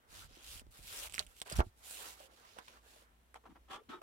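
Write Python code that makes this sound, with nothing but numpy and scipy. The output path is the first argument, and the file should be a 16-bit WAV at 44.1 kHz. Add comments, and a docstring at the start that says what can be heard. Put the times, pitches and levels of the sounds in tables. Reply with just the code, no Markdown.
"""Paper sleeves slide and crinkle close to the right of a two-port microphone in a small quiet room.
A heavy album book knocks on the shelf, handling rumbles through the furniture, and at the end a stiff
cover is tapped and scuffed in short strokes. A low hum wavers under the room hiss.
Rubbing is shaped noise that follows arches of hand speed; snaps, bumps and knocks are decaying rings."""
import sys
import numpy as np
from scipy import signal
from scipy.io import wavfile
from scipy.ndimage import uniform_filter1d

SR = 44100
rng = np.random.default_rng(int(sys.argv[2]) if len(sys.argv) > 2 else 0)


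def volts_from_db(level):
    """Convert decibel levels to linear amplitude ratios."""
    exponent = np.asarray(level, float) / 20
    return 10 ** exponent


def generate_wav(signal):
    """Clip the signal to [-1, 1] and save it as 16-bit WAV at the path in sys.argv[1]."""
    frames = np.transpose(np.atleast_2d(signal))
    scaled = np.clip(frames, -1, 1) * 32767
    pcm = np.round(scaled).astype(np.int16)
    wavfile.write(sys.argv[1], SR, pcm)


N = 177626  # samples
PORT_LAG = 16  # samples by which the left port hears later than the right
PATCHY_DB = 1.3  # rms depth of the drifting patches in most noises


def evened(x):
    """Scales to rms 1."""
    return x / np.sqrt(np.mean(x ** 2) + 1e-20)


def read_spectrum(points, hz):
    """Reads a table on a log-frequency axis."""
    table_hz, value = np.transpose(points)
    return np.interp(np.log(hz + 1), np.log(table_hz + 1), value)


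def curve(points):
    """Reads a table of times and values sample by sample."""
    return np.interp(np.arange(N) / SR, *np.transpose(points))


def panned(left_minus_right_db):
    """Left and right gains for a level difference, both 1 dB down."""
    half_db = left_minus_right_db / 2
    return volts_from_db(np.array([half_db, -half_db]) - 1.0)


def resonate(x, hz, width_hz):
    """Shifts the curve hz down to zero, smooths, and shifts back: a resonance of gain 1."""
    turn = np.exp(2j * np.pi * np.cumsum(hz * np.ones(x.shape[-1])) / SR)
    r = np.exp(-np.pi * width_hz / SR)
    return 2 * (turn * signal.lfilter([1 - r], [1, -r], x / turn)).real


def grit(spread_db):
    """Two unrelated trains of tiny catches; a wider spread makes a few of them large."""
    sizes = np.minimum(rng.exponential(1, (2, N)), 5)
    return evened(rng.standard_normal((2, N)) * volts_from_db(spread_db * sizes))


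def clumps(ms, spread_db):
    """A quick random flutter of level."""
    size = round(ms * SR / 1000)
    flutter = uniform_filter1d(uniform_filter1d(rng.standard_normal(N), size), size)
    return evened(volts_from_db(spread_db * evened(flutter)))


# Every gesture gathers speed from start to top and is checked from top to end.
GATHER, CHECK = 1.56, 0.84  # powers of the rising and the falling quarter sine


def arches(rows, levels_db, power=1):
    """Adds the energies of the gestures' speed arches into one gain curve; power sets the steepness."""
    t, energy = np.arange(N) / SR, np.zeros(N)
    for (start, top, end, *_), db in zip(rows, levels_db):
        span = slice(max(round(start * SR), 0), round(end * SR))
        rise = np.clip((t[span] - start) / max(top - start, 1e-4), 0, 1)
        fall = np.clip((end - t[span]) / max(end - top, 1e-4), 0, 1)
        speed = np.sin(np.pi / 2 * rise) ** GATHER * np.sin(np.pi / 2 * fall) ** CHECK
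        energy[span] += (volts_from_db(db) * speed ** power) ** 2
    return np.sqrt(energy)


# Likeness of the two microphone ports: frequency_hz, likeness (0 to 1)
PORT_LIKENESS = [(60, 0.6), (300, 0.87), (700, 0.41), (1500, 0.28), (3000, 0.04), (8000, 0.16)]


def coloured(pair, spectrum, patchy_db, size=256):
    """Gives a pair of noises a spectrum, drifting patches and the likeness and lag of the two ports."""
    hz, _, (a, b) = signal.stft(pair, SR, nperseg=size, noverlap=size * 3 // 4)
    patches = uniform_filter1d(rng.standard_normal(a.shape), 5, 0)
    patches = evened(uniform_filter1d(patches, 24, 1))
    same = np.clip(read_spectrum(PORT_LIKENESS, hz), 0, 1)[:, None]
    lagged = a * np.exp(-2j * np.pi * hz * PORT_LAG / SR)[:, None]
    left = same * lagged + np.sqrt(1 - same ** 2) * b
    z = np.array([left, a]) * volts_from_db(read_spectrum(spectrum, hz)[:, None] + patchy_db * patches)
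    z[:, hz > 15850] = 0
    return evened(signal.istft(z, SR, nperseg=size, noverlap=size * 3 // 4)[1][:, :N])


def place(sounds, rows, pans_db):
    """Lays short sounds at their times; the right port hears them first."""
    out = np.zeros((2, N + SR))
    for sound, row, pan_db in zip(sounds, rows, pans_db):
        for port, lag in enumerate((PORT_LAG, 0)):
            first = round(row[0] * SR) + lag
            out[port, first:first + len(sound)] += panned(pan_db)[port] * sound
    return out[:, :N]


# Spectrum of the quiet room at the microphone: frequency_hz, relative_level_db
AIR_SPECTRUM = [(18, -52), (30, 3), (61, -1), (152, -15), (353, -14), (1420, -18.5), (2270, -22),
                (3280, -23.5), (4860, -29), (11800, -30), (15800, -32)]
AIR_DB = -71.5  # rms


def room_hiss():
    """Steady shaped noise of the room, with faint drifting patches."""
    return volts_from_db(AIR_DB) * coloured(grit(0), AIR_SPECTRUM, PATCHY_DB, size=2048)


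# The hum swells and sinks: start_s, top_s, end_s, level_db (rms at the top).
# A row that ends before it starts is silent.
HUM_SWELLS = [(0.107, 0.592, 0.79, -69.5), (1.398, 1.643, 2.14, -71.5), (1.746, 2.13, 2.54, -72.5),
              (2.296, 3.18, 3.55, -70.5), (3.313, 3.617, 3.79, -68), (3.819, 3.92, 3.6, -74)]
HUM_HZ, HUM_DRIFT_HZ = 58, 2.34  # centre, rms drift
OVERTONE_HZ, OVERTONE_DB = 240, -87  # level is rms


def hum():
    """A low tone that swells and sinks and drifts a little, and a faint steady overtone."""
    t = np.arange(N) / SR
    rates_hz = np.geomspace(.5, 6, num=8)
    drift = evened(sum(np.sin(2 * np.pi * (rate * t + rng.random())) for rate in rates_hz))
    phase = 2 * np.pi * np.cumsum(HUM_HZ + HUM_DRIFT_HZ * drift) / SR
    low = arches(HUM_SWELLS, np.transpose(HUM_SWELLS)[-1]) * np.sin(phase)
    overtone = volts_from_db(OVERTONE_DB) * np.sin(2 * np.pi * OVERTONE_HZ * t)
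    tones = np.sqrt(2) * (low + overtone)
    return np.array([tones, tones])


# Paper sliding on paper: start_s, top_s, end_s, hiss_db, fine_over_hiss_db (finest fibres)
SLIDES = [(0.067, 0.187, 0.28, -56, -2.5), (0.223, 0.406, 0.58, -62, -7.5), (0.376, 0.54, .622, -53.5, -1),
          (0.703, 0.719, 0.756, -69, 2), (0.71, 0.781, 0.82, -61, -2), (0.766, 1.031, 1.09, -48, 0),
          (1.085, 1.108, 1.135, -61, -3), (1.118, 1.15, 1.195, -56, -1), (1.182, 1.2, 1.216, -50, -9),
          (1.19, 1.21, 1.265, -62, -1), (1.248, 1.31, 1.345, -69, 1), (1.317, 1.394, 1.42, -63.5, -0.5),
          (1.417, 1.421, 1.432, -55, -1), (1.42, 1.426, 1.44, -65.5, -6), (1.444, 1.47, 1.51, -60, -2.5),
          (1.485, 1.513, 1.513, -50, -6), (1.504, 1.531, 1.553, -51.5, -5.5),
          (1.552, 1.557, 1.566, -48, -0.5), (1.557, 1.569, 1.586, -48.5, 0.5),
          (1.578, 1.59, 1.613, -47.5, -3), (1.603, 1.606, 1.627, -55.5, -31),
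          (1.606, 1.66, 1.71, -72.5, -1.5), (1.744, 1.80, 1.91, -72.5, 1.5), (1.81, 1.856, 1.885, -59, 0),
          (1.819, 1.924, 2.043, -52.5, 2.5), (1.926, 2.046, 2.166, -51.5, -1),
          (2.12, 2.222, 2.284, -62, -1.5), (2.277, 2.354, 2.46, -68, -5), (2.345, 2.52, 2.64, -64.5, -8),
          (2.574, 2.588, 2.604, -61, -13), (2.57, 2.68, 2.82, -65.5, -6.5), (2.668, 2.684, 2.7, -62, -15),
          (2.785, 2.922, 3.065, -66, -2)]
# Dull rush of the bending sheet; the row at 1.587 is the noisy tail of the knock:
# start_s, top_s, end_s, level_db
DULL_RUSHES = [(0, 0.031, 0.22, -73.5), (0.076, 0.16, 0.28, -61.5), (0.18, 0.24, 0.27, -62.5),
               (0.273, 0.32, 0.56, -69.5), (0.602, 0.62, 0.63, -68.5), (0.716, 0.76, 0.84, -67),
               (0.91, 0.93, 1.12, -55.5), (1.02, 1.062, 1.083, -54), (1.178, 1.184, 1.21, -52.5),
               (1.19, 1.195, 1.22, -50.5), (1.241, 1.32, 1.35, -68), (1.4157, 1.418, 1.423, -49),
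               (1.454, 1.468, 1.53, -54.5), (1.512, 1.52, 1.58, -50), (1.55, 1.566, 1.606, -54),
               (1.587, 1.598, 1.628, -39.5), (1.734, 1.92, 2.4, -64), (1.961, 2.03, 2.125, -55.5),
               (2.153, 2.222, 2.26, -66.5), (2.234, 2.27, 2.38, -74), (2.346, 2.39, 2.7, -66.5),
               (2.563, 2.588, 2.64, -60.5), (2.671, 2.683, 2.76, -65), (2.707, 2.75, 2.8, -64),
               (2.815, 2.85, 3.17, -67.5)]
# Place of the hands around the microphone: time_s, left_minus_right_db
SIDE_OF_HANDS = [(0.0, -1.5), (0.83, -2), (1.01, 1.5), (1.13, -5), (1.73, -0.5), (1.75, -2.5), (2.48, -5),
                 (2.72, -3), (3.33, -0.5)]
# Fibre hiss: frequency_hz, relative_level_db
HISS_SPECTRUM = [(900, -44), (1300, -1.5), (1700, -2.5), (2600, 8), (3500, 8), (4900, 5.5), (6800, 2),
                 (8500, -32)]
# Finest fibres: frequency_hz, relative_level_db
FINE_SPECTRUM = [(5500, -52), (7000, -6.5), (9000, -5), (11400, -7), (13900, -10), (15800, -13.5)]
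# Duller rush of the whole sheet: frequency_hz, relative_level_db
SHEET_SPECTRUM = [(88, -27), (150, -21), (209, -22.5), (371, -9), (539, -8.5), (1280, -8), (1400, -6),
                  (1800, -10.5), (2340, -16), (3960, -120)]
SHEET_OVER_HISS_DB, SHEET_PATCHY_DB = -11, 2.2
FINE_POWER, SHEET_POWER = 1, 0.81  # how steeply fine fibres and sheet follow the speed
CLUMP_MS, CLUMP_DB = 0.8, 2.1  # fibres let go in bunches


def slide():
    """Fibres catch on fibres as hiss; a duller rush carries the flexing sheet and the knock's noisy tail."""
    *_, hiss_db, fine_db = np.transpose(SLIDES)
    catches = grit(2.04) * clumps(CLUMP_MS, CLUMP_DB)
    hiss = arches(SLIDES, hiss_db) * coloured(catches, HISS_SPECTRUM, PATCHY_DB)
    fine = arches(SLIDES, hiss_db + fine_db, FINE_POWER) * coloured(catches, FINE_SPECTRUM, PATCHY_DB)
    under_slides = arches(SLIDES, hiss_db + SHEET_OVER_HISS_DB, SHEET_POWER)
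    on_their_own = arches(DULL_RUSHES, np.transpose(DULL_RUSHES)[-1])
    noise = coloured(grit(3.5), SHEET_SPECTRUM, SHEET_PATCHY_DB, size=512)
    dull_rush = np.hypot(under_slides, on_their_own) * noise
    return panned(curve(SIDE_OF_HANDS)) * (hiss + fine + dull_rush)


# Handling felt through the furniture: start_s, top_s, end_s, level_db
SHOVES = [(0.04, 0.234, 0.37, -58.5), (0.36, 0.634, 0.74, -58), (0.744, 0.83, 1.1, -61.5),
          (0.903, 1.22, 1.335, -58.5), (1.28, 1.354, 1.65, -74), (1.50, 1.523, 1.548, -51),
          (1.527, 1.576, 1.6, -40), (1.605, 1.624, 1.70, -55)]
# Furniture rumble: frequency_hz, relative_level_db
THUD_SPECTRUM = [(12, -48.5), (20, 3), (43, 8.5), (62, 6), (113, -3.5), (135, -16.5), (171, -3), (200, -37),
                 (260, -14), (440, -120)]


def rumble():
    """Lumpy low noise under each shove, partly alike at both ports."""
    lumps = coloured(grit(0), THUD_SPECTRUM, 0, size=4096)
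    return arches(SHOVES, np.transpose(SHOVES)[-1]) * panned(-3.0)[:, None] * lumps


# Dull bumps of hand and binding: time_s, level_db (before a common lift), pitch_hz, t60_s
BUMPS = [(.127, -50, 250, 0.014), (0.243, -49, 121, 0.023), (.308, -51.5, 252, 0.027),
         (0.369, -52.5, 345, 0.09), (.473, -52.5, 200, 0.016), (0.555, -50, 215, 0.025),
         (0.617, -46.5, 252, 0.015), (0.622, -56, 304, 0.04), (0.666, -50, 304, 0.022),
         (0.6665, -65, 1000, 0.0085), (.79, -48, 126, 0.043), (.845, -54.5, 119, 0.03),
         (.897, -56, 149, 0.026), (1.203, -46, 607, 0.1), (1.4165, -44, 500, 0.0049),
         (1.5145, -35.5, 630, 0.04), (1.526, -35, 153, 0.031), (2.203, -48, 600, 0.069),
         (2.225, -58, 537.6, 0.42), (2.321, -54, 626, 0.033), (2.335, -53.5, 525, 0.043),
         (2.449, -49.5, 1160, 0.072), (2.565, -43, 487, 0.011), (2.5695, -41.5, 636, 0.017),
         (2.586, -39, 1100, 0.04), (2.681, -40.5, 1020, 0.021), (2.769, -55.5, 1130, 0.13),
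         (2.865, -59, 537, 0.048), (2.961, -53, 600, 0.069), (3.021, -53.5, 570, 0.037),
         (3.834, -62, 1280, 0.05), (4.016, -44.5, 760, 0.056)]
BUMP_LIFT_DB = 2.5


def bumps():
    """A soft blow: a short dull ring with a puff of noise around its pitch."""
    t = np.arange(6000) / SR
    onset = 1 - np.exp(-t / 0.00047)
    thumps = []
    for (_, db, hz, t60), noise in zip(BUMPS, rng.standard_normal((len(BUMPS), len(t)))):
        fade = volts_from_db(db + BUMP_LIFT_DB - 60 * t / t60) * onset
        puff = evened(resonate(noise, hz, hz))
        thumps.append(fade * (.5 * np.sin(2 * np.pi * hz * t) + 0.32 * puff))
    return place(thumps, BUMPS, np.full(len(BUMPS), -2.6))


# Sharp snaps and ticks: mostly creases, with the two clicks of the book's knock at 1.5885 and 1.6038;
# the row at 1.4221 is a reflection of the snap before it.
# time_s, level_db, pitch_hz, edge_db (bright edge over the ring), left_minus_right_db
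SNAPS = [(0.359, -49.5, 3110, -2, -3), (0.516, -56, 3200, 11, -5), (0.547, -63, 2800, 0, -3),
         (0.596, -42, 2780, 3, -6), (0.828, -53, 5000, 9, -6), (1.0731, -38, 2450, -12, 1),
         (1.0974, -46.5, 2900, 5, -13), (1.124, -47, 3000, 8, -13), (1.1382, -41.5, 2940, 3, -12),
         (1.1427, -30, 2350, 4.5, -2.5), (1.15, -33, 5500, 5, -2), (1.1603, -39, 2650, -1, -3),
         (1.169, -44, 2530, 3, -4), (1.1806, -26.5, 2220, -15, -12.5), (1.1855, -38, 1700, 2, 6),
         (1.1935, -20, 4160, -8, -13), (1.199, -46, 2300, -11, -8), (1.199, -42, 4230, -8, 3),
         (1.226, -43, 2980, -15, -3), (1.266, -51, 3170, 6.5, -10), (1.2695, -50, 3070, 3, -4),
         (1.3665, -56, 2460, 8.5, -9), (1.4016, -47, 3360, 8, -10), (1.4168, -29, 3550, 3, -9.5),
         (1.4221, -46, 5550, 0, 7), (1.463, -49, 2510, -1, -12), (1.468, -51, 2000, -2, -5),
         (1.479, -48, 2750, 0, -13), (1.4996, -38.5, 3000, 10.5, -2), (1.522, -41.5, 4700, 9, -7),
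         (1.5248, -36.5, 4760, 9.5, -3), (1.529, -35, 4800, -15, 1), (1.564, -35.5, 5850, -15, 5),
         (1.569, -38, 5860, 4, -8), (1.5885, -39, 3300, 2, -9), (1.6038, -30.5, 2860, -26, -7),
         (1.91, -45, 4500, 13.5, -9), (2.523, -61, 6100, -8, -13), (2.5867, -40, 1250, -4, -15),
         (2.6824, -45, 3060, -5, 6), (3.3436, -43.5, 1560, -3, -12)]
EDGE_HZ = 8500
SNAP_TOP_HZ = 13000  # the soft paper gives little above this
TEAR_S = .0002  # the noise comes in over a moment, as a fold gives way
WALL_DELAY_S, WALL_DB = 0.0052, -13  # a near surface throws each row's click back at the left port


def snaps():
    """Each snap or tick is a click that rings a few cycles, low and high, and leaves a short crackle."""
    t = np.arange(1500) / SR
    tear = 1 - np.exp(-(t / TEAR_S) ** 2)
    edge = np.sin(2 * np.pi * EDGE_HZ * t) * np.e * t / 0.00017 * np.exp(-t / 0.00014)
    fizz_fade = .55 * np.exp(-t / .0006) + .04 * np.exp(-t / .004)
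    noises, clicks = rng.standard_normal((len(SNAPS), 2, len(t))), []
    for (_, db, hz, edge_db, _), (low_noise, high_noise) in zip(SNAPS, noises):
        ring = np.sin(2 * np.pi * hz * t) * np.e * t / .00024 * np.exp(-t / 0.00025)
        crackle = 0.5 * resonate(low_noise, hz, 6400) * tear * np.exp(-t / 0.00072)
        fizz = evened(resonate(high_noise, 7500, 8000)) * tear * fizz_fade
        clicks.append(volts_from_db(db) * (ring + crackle + volts_from_db(edge_db) * (edge + fizz)))
    clicks = signal.lfilter(*signal.butter(2, SNAP_TOP_HZ, fs=SR), clicks)
    left, right = place(clicks, SNAPS, [row[-1] for row in SNAPS])
    thrown = volts_from_db(WALL_DB) * np.roll(right, round(WALL_DELAY_S * SR))
    return np.array([left + thrown, right])


# Contacts of book and shelf: start_s, force_db, contact_ms, signed_factor (on the force)
BLOWS = [(1.5875, -17, 4.04, -0.73), (1.593, -33.5, 0.97, -1.5), (1.6045, -23, 0.33, -0.53),
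         (1.6098, -34, 0.44, -0.37), (1.6162, -37, 0.47, -0.36), (1.666, -36.5, 3.54, -0.59)]
# Modes of the shelf, lowest first: pitch_hz, level_db, t60_s
SHELF = [(53.7, 0.5, 0.18), (102, 4.5, 0.065), (173, -25, 0.11), (246, -16.5, 0.11), (361, -9, 0.076),
         (427, 4, 0.021), (678, 7, 0.025), (877, 12.5, 0.022), (1150, 6, 0.02), (1356, -1, 0.031),
         (1700, -15, .016), (2320, -27, 0.012), (3200, -24, .012)]
REST_S, REST_T60_S = 1.611, 0.02  # the book settles and from then on damps the sway of the shelf


def knock():
    """Half-sine pushes ring the shelf: long contacts reach only the low modes, short ones all."""
    t, force = np.arange(N) / SR, np.zeros(N)
    for start, db, ms, factor in BLOWS:
        u = (t - start) / (ms / 1000)
        push = np.where((u > 0) & (u < 1), np.sin(np.pi * u), 0)
        force += factor * volts_from_db(db) * push / (ms * SR / 1000)
    t_ring = t[:SR // 2]
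    modes = [volts_from_db(db - 60 * t_ring / t60) * np.sin(2 * np.pi * hz * t_ring) for hz, db, t60 in SHELF]
    # the lowest mode is heard as its speed, which jumps at the blow
    sway = np.gradient(signal.fftconvolve(force, modes[0])[:N]) * SR / (2 * np.pi * SHELF[0][0])
    sway *= volts_from_db(-60 * np.maximum(t - REST_S, 0) / REST_T60_S)
    sound = sway + signal.fftconvolve(force, sum(modes[1:]))[:N]
    return panned(-3.0)[:, None] * np.array([np.roll(sound, PORT_LAG), sound])


# The cover is tapped, then rubbed: start_s, top_s, end_s, cover_db, scratch_over_cover_db
SCUFFS = [(3.339, 3.344, 3.352, -58, -8), (3.348, 3.357, 3.388, -52, -10), (3.432, 3.442, 3.452, -63, -20),
          (3.446, 3.459, 3.495, -54, -24), (3.48, 3.505, 3.548, -66, -13), (3.546, 3.559, 3.59, -58, -24),
          (3.674, 3.69, 3.705, -62, -6), (3.685, 3.714, 3.74, -48, -4), (3.70, 3.745, 3.79, -46.5, -5),
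          (3.75, 3.785, 3.82, -59, -18), (3.884, 3.896, 3.95, -50.5, -7), (3.895, 3.935, 3.985, -49, -13),
          (3.95, 3.972, 4.01, -60, -14), (4.012, 4.024, 4.06, -50, -8)]
TAPS = 6  # the first rows are fingertip taps
# The grip stiffens the cover and lifts all its resonances: time_s, pitch_factor
GRIP = [(3.68, 1.0), (3.82, 1.02), (3.885, 1.16), (3.93, 1.12), (3.97, 1.1), (4.01, 1.0)]
# Resonances of the cover: pitch_hz, width_hz, relative_level_db
COVER = [(600, 250, -15), (803, 42, -1), (956, 60, -3), (1154, 57, 5.5), (1274, 99, -4.5),
         (1584, 150, -10.5), (2000, 140, -17), (2980, 93, -16), (3360, 59, -9)]
# The board bends and its note slides: start_s, end_s, level_db, first_pitch_hz, last_pitch_hz
BENDS = [(3.435, 3.49, -66, 520, 360), (3.487, 3.53, -59, 230, 200), (3.555, 3.59, -73, 300, 300),
         (3.69, 3.765, -60, 330, 380), (3.765, 3.83, -61, 370, 440), (3.885, 3.915, -54, 215, 300),
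         (3.90, 3.985, -54, 330, 370), (3.985, 4.012, -66, 380, 370), (4.012, 4.05, -54, 600, 560)]
# Scratch on the cover's surface: frequency_hz, relative_level_db
SCRATCH_SPECTRUM = [(1500, -15), (2100, -9), (2600, -9), (3300, -2.5), (3800, -11), (4400, -15.5),
                    (7000, -19), (11000, -25), (15800, -33)]
WANDER_MS, WANDER_DB = 12, 0.2  # the grip is never quite steady
JUDDER_MS, JUDDER_DB = 1.5, 2.1  # slips come in clumps
TAPPED_HZ, TAPPED_WIDTH_HZ = 830, 650  # a fingertip tap damps the cover to one broad ring
PALM_DB = -9.5  # the rubbing palm damps part of the cover too
BOARD_WIDTH_HZ, BEND_TOP = 115, 0.32  # board resonance; share of a bend spent gathering
TAP_POWER, RUB_POWER, BEND_POWER = 2.6, 2.16, 0.49  # how steeply each follows the speed


def scuffs():
    """Uneven slips under the pressing hand ring the cover and its bending board, with a scratch on top."""
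    *_, press_db, scratch_db = np.transpose(SCUFFS)
    slips = grit(2.2)
    slips[1] = 0.5 * slips[0] + 0.8 * slips[1]
    slips = slips * clumps(JUDDER_MS, JUDDER_DB)

    def twice_resonated(hz, width_hz, wider):
        return resonate(resonate(slips, hz, width_hz), hz, wider * width_hz)

    grip = curve(GRIP) * clumps(WANDER_MS, WANDER_DB)
    cover = evened(sum(volts_from_db(db) * twice_resonated(hz * grip, width, 4) for hz, width, db in COVER))
    tapped = evened(twice_resonated(TAPPED_HZ, TAPPED_WIDTH_HZ, 2))
    glides = [point for start, end, _, a, b in BENDS for point in ((start, a), (end, b))]
    board = evened(twice_resonated(curve(glides), BOARD_WIDTH_HZ, 2))
    bends = [(start, start + BEND_TOP * (end - start), end) for start, end, *_ in BENDS]
    scratch = coloured(grit(2.4) * clumps(JUDDER_MS, JUDDER_DB), SCRATCH_SPECTRUM, PATCHY_DB, size=512)
    taps = arches(SCUFFS[:TAPS], press_db, TAP_POWER) * tapped
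    rubs = arches(SCUFFS[TAPS:], press_db[TAPS:], RUB_POWER) * (cover + volts_from_db(PALM_DB) * tapped)
    scratches = arches(SCUFFS, press_db + scratch_db, RUB_POWER) * scratch
    return taps + rubs + scratches + arches(bends, np.transpose(BENDS)[2], BEND_POWER) * board


# Decay of the small room: frequency_hz, t60_s
ROOM_DECAY = [(200, 0.14), (1000, 0.088), (4000, 0.035), (12000, 0.048)]


def room(x):
    """Sparse taps of random sign, each band dying at its own speed, no deep bass, other taps for each port."""
    taps = rng.choice([-1., 1.], (2, SR // 2)) * (rng.random((2, SR // 2)) < .05)
    taps[:, :150] = 0  # the reflections start a few milliseconds late
    hz, t, z = signal.stft(taps, SR, nperseg=256)
    t60 = np.maximum(read_spectrum(ROOM_DECAY, hz), .02)[:, None]
    z = z * volts_from_db(-60 * t / t60) * (hz > 250)[:, None]
    tail = signal.istft(z, SR, nperseg=256)[1]
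    return signal.fftconvolve(x, tail / np.linalg.norm(tail[0]), axes=1)[:, :N]


def scene():
    """Near sources with their room, then rumble, hum and room hiss."""
    near = slide() + bumps() + snaps() + knock() + scuffs()
    return near + volts_from_db(-16.5) * room(near) + rumble() + hum() + room_hiss()


def top_cut(x):
    """Nothing passes above the cut-off."""
    return signal.sosfilt(signal.butter(12, 16610, fs=SR, output="sos"), x)


def record(dry):
    """The microphone cuts the deepest bass, below 22 Hz."""
    mix = signal.lfilter(*signal.butter(2, 22, "high", fs=SR), dry)
    return top_cut(mix)


dry = scene()
out = record(dry)
generate_wav(out)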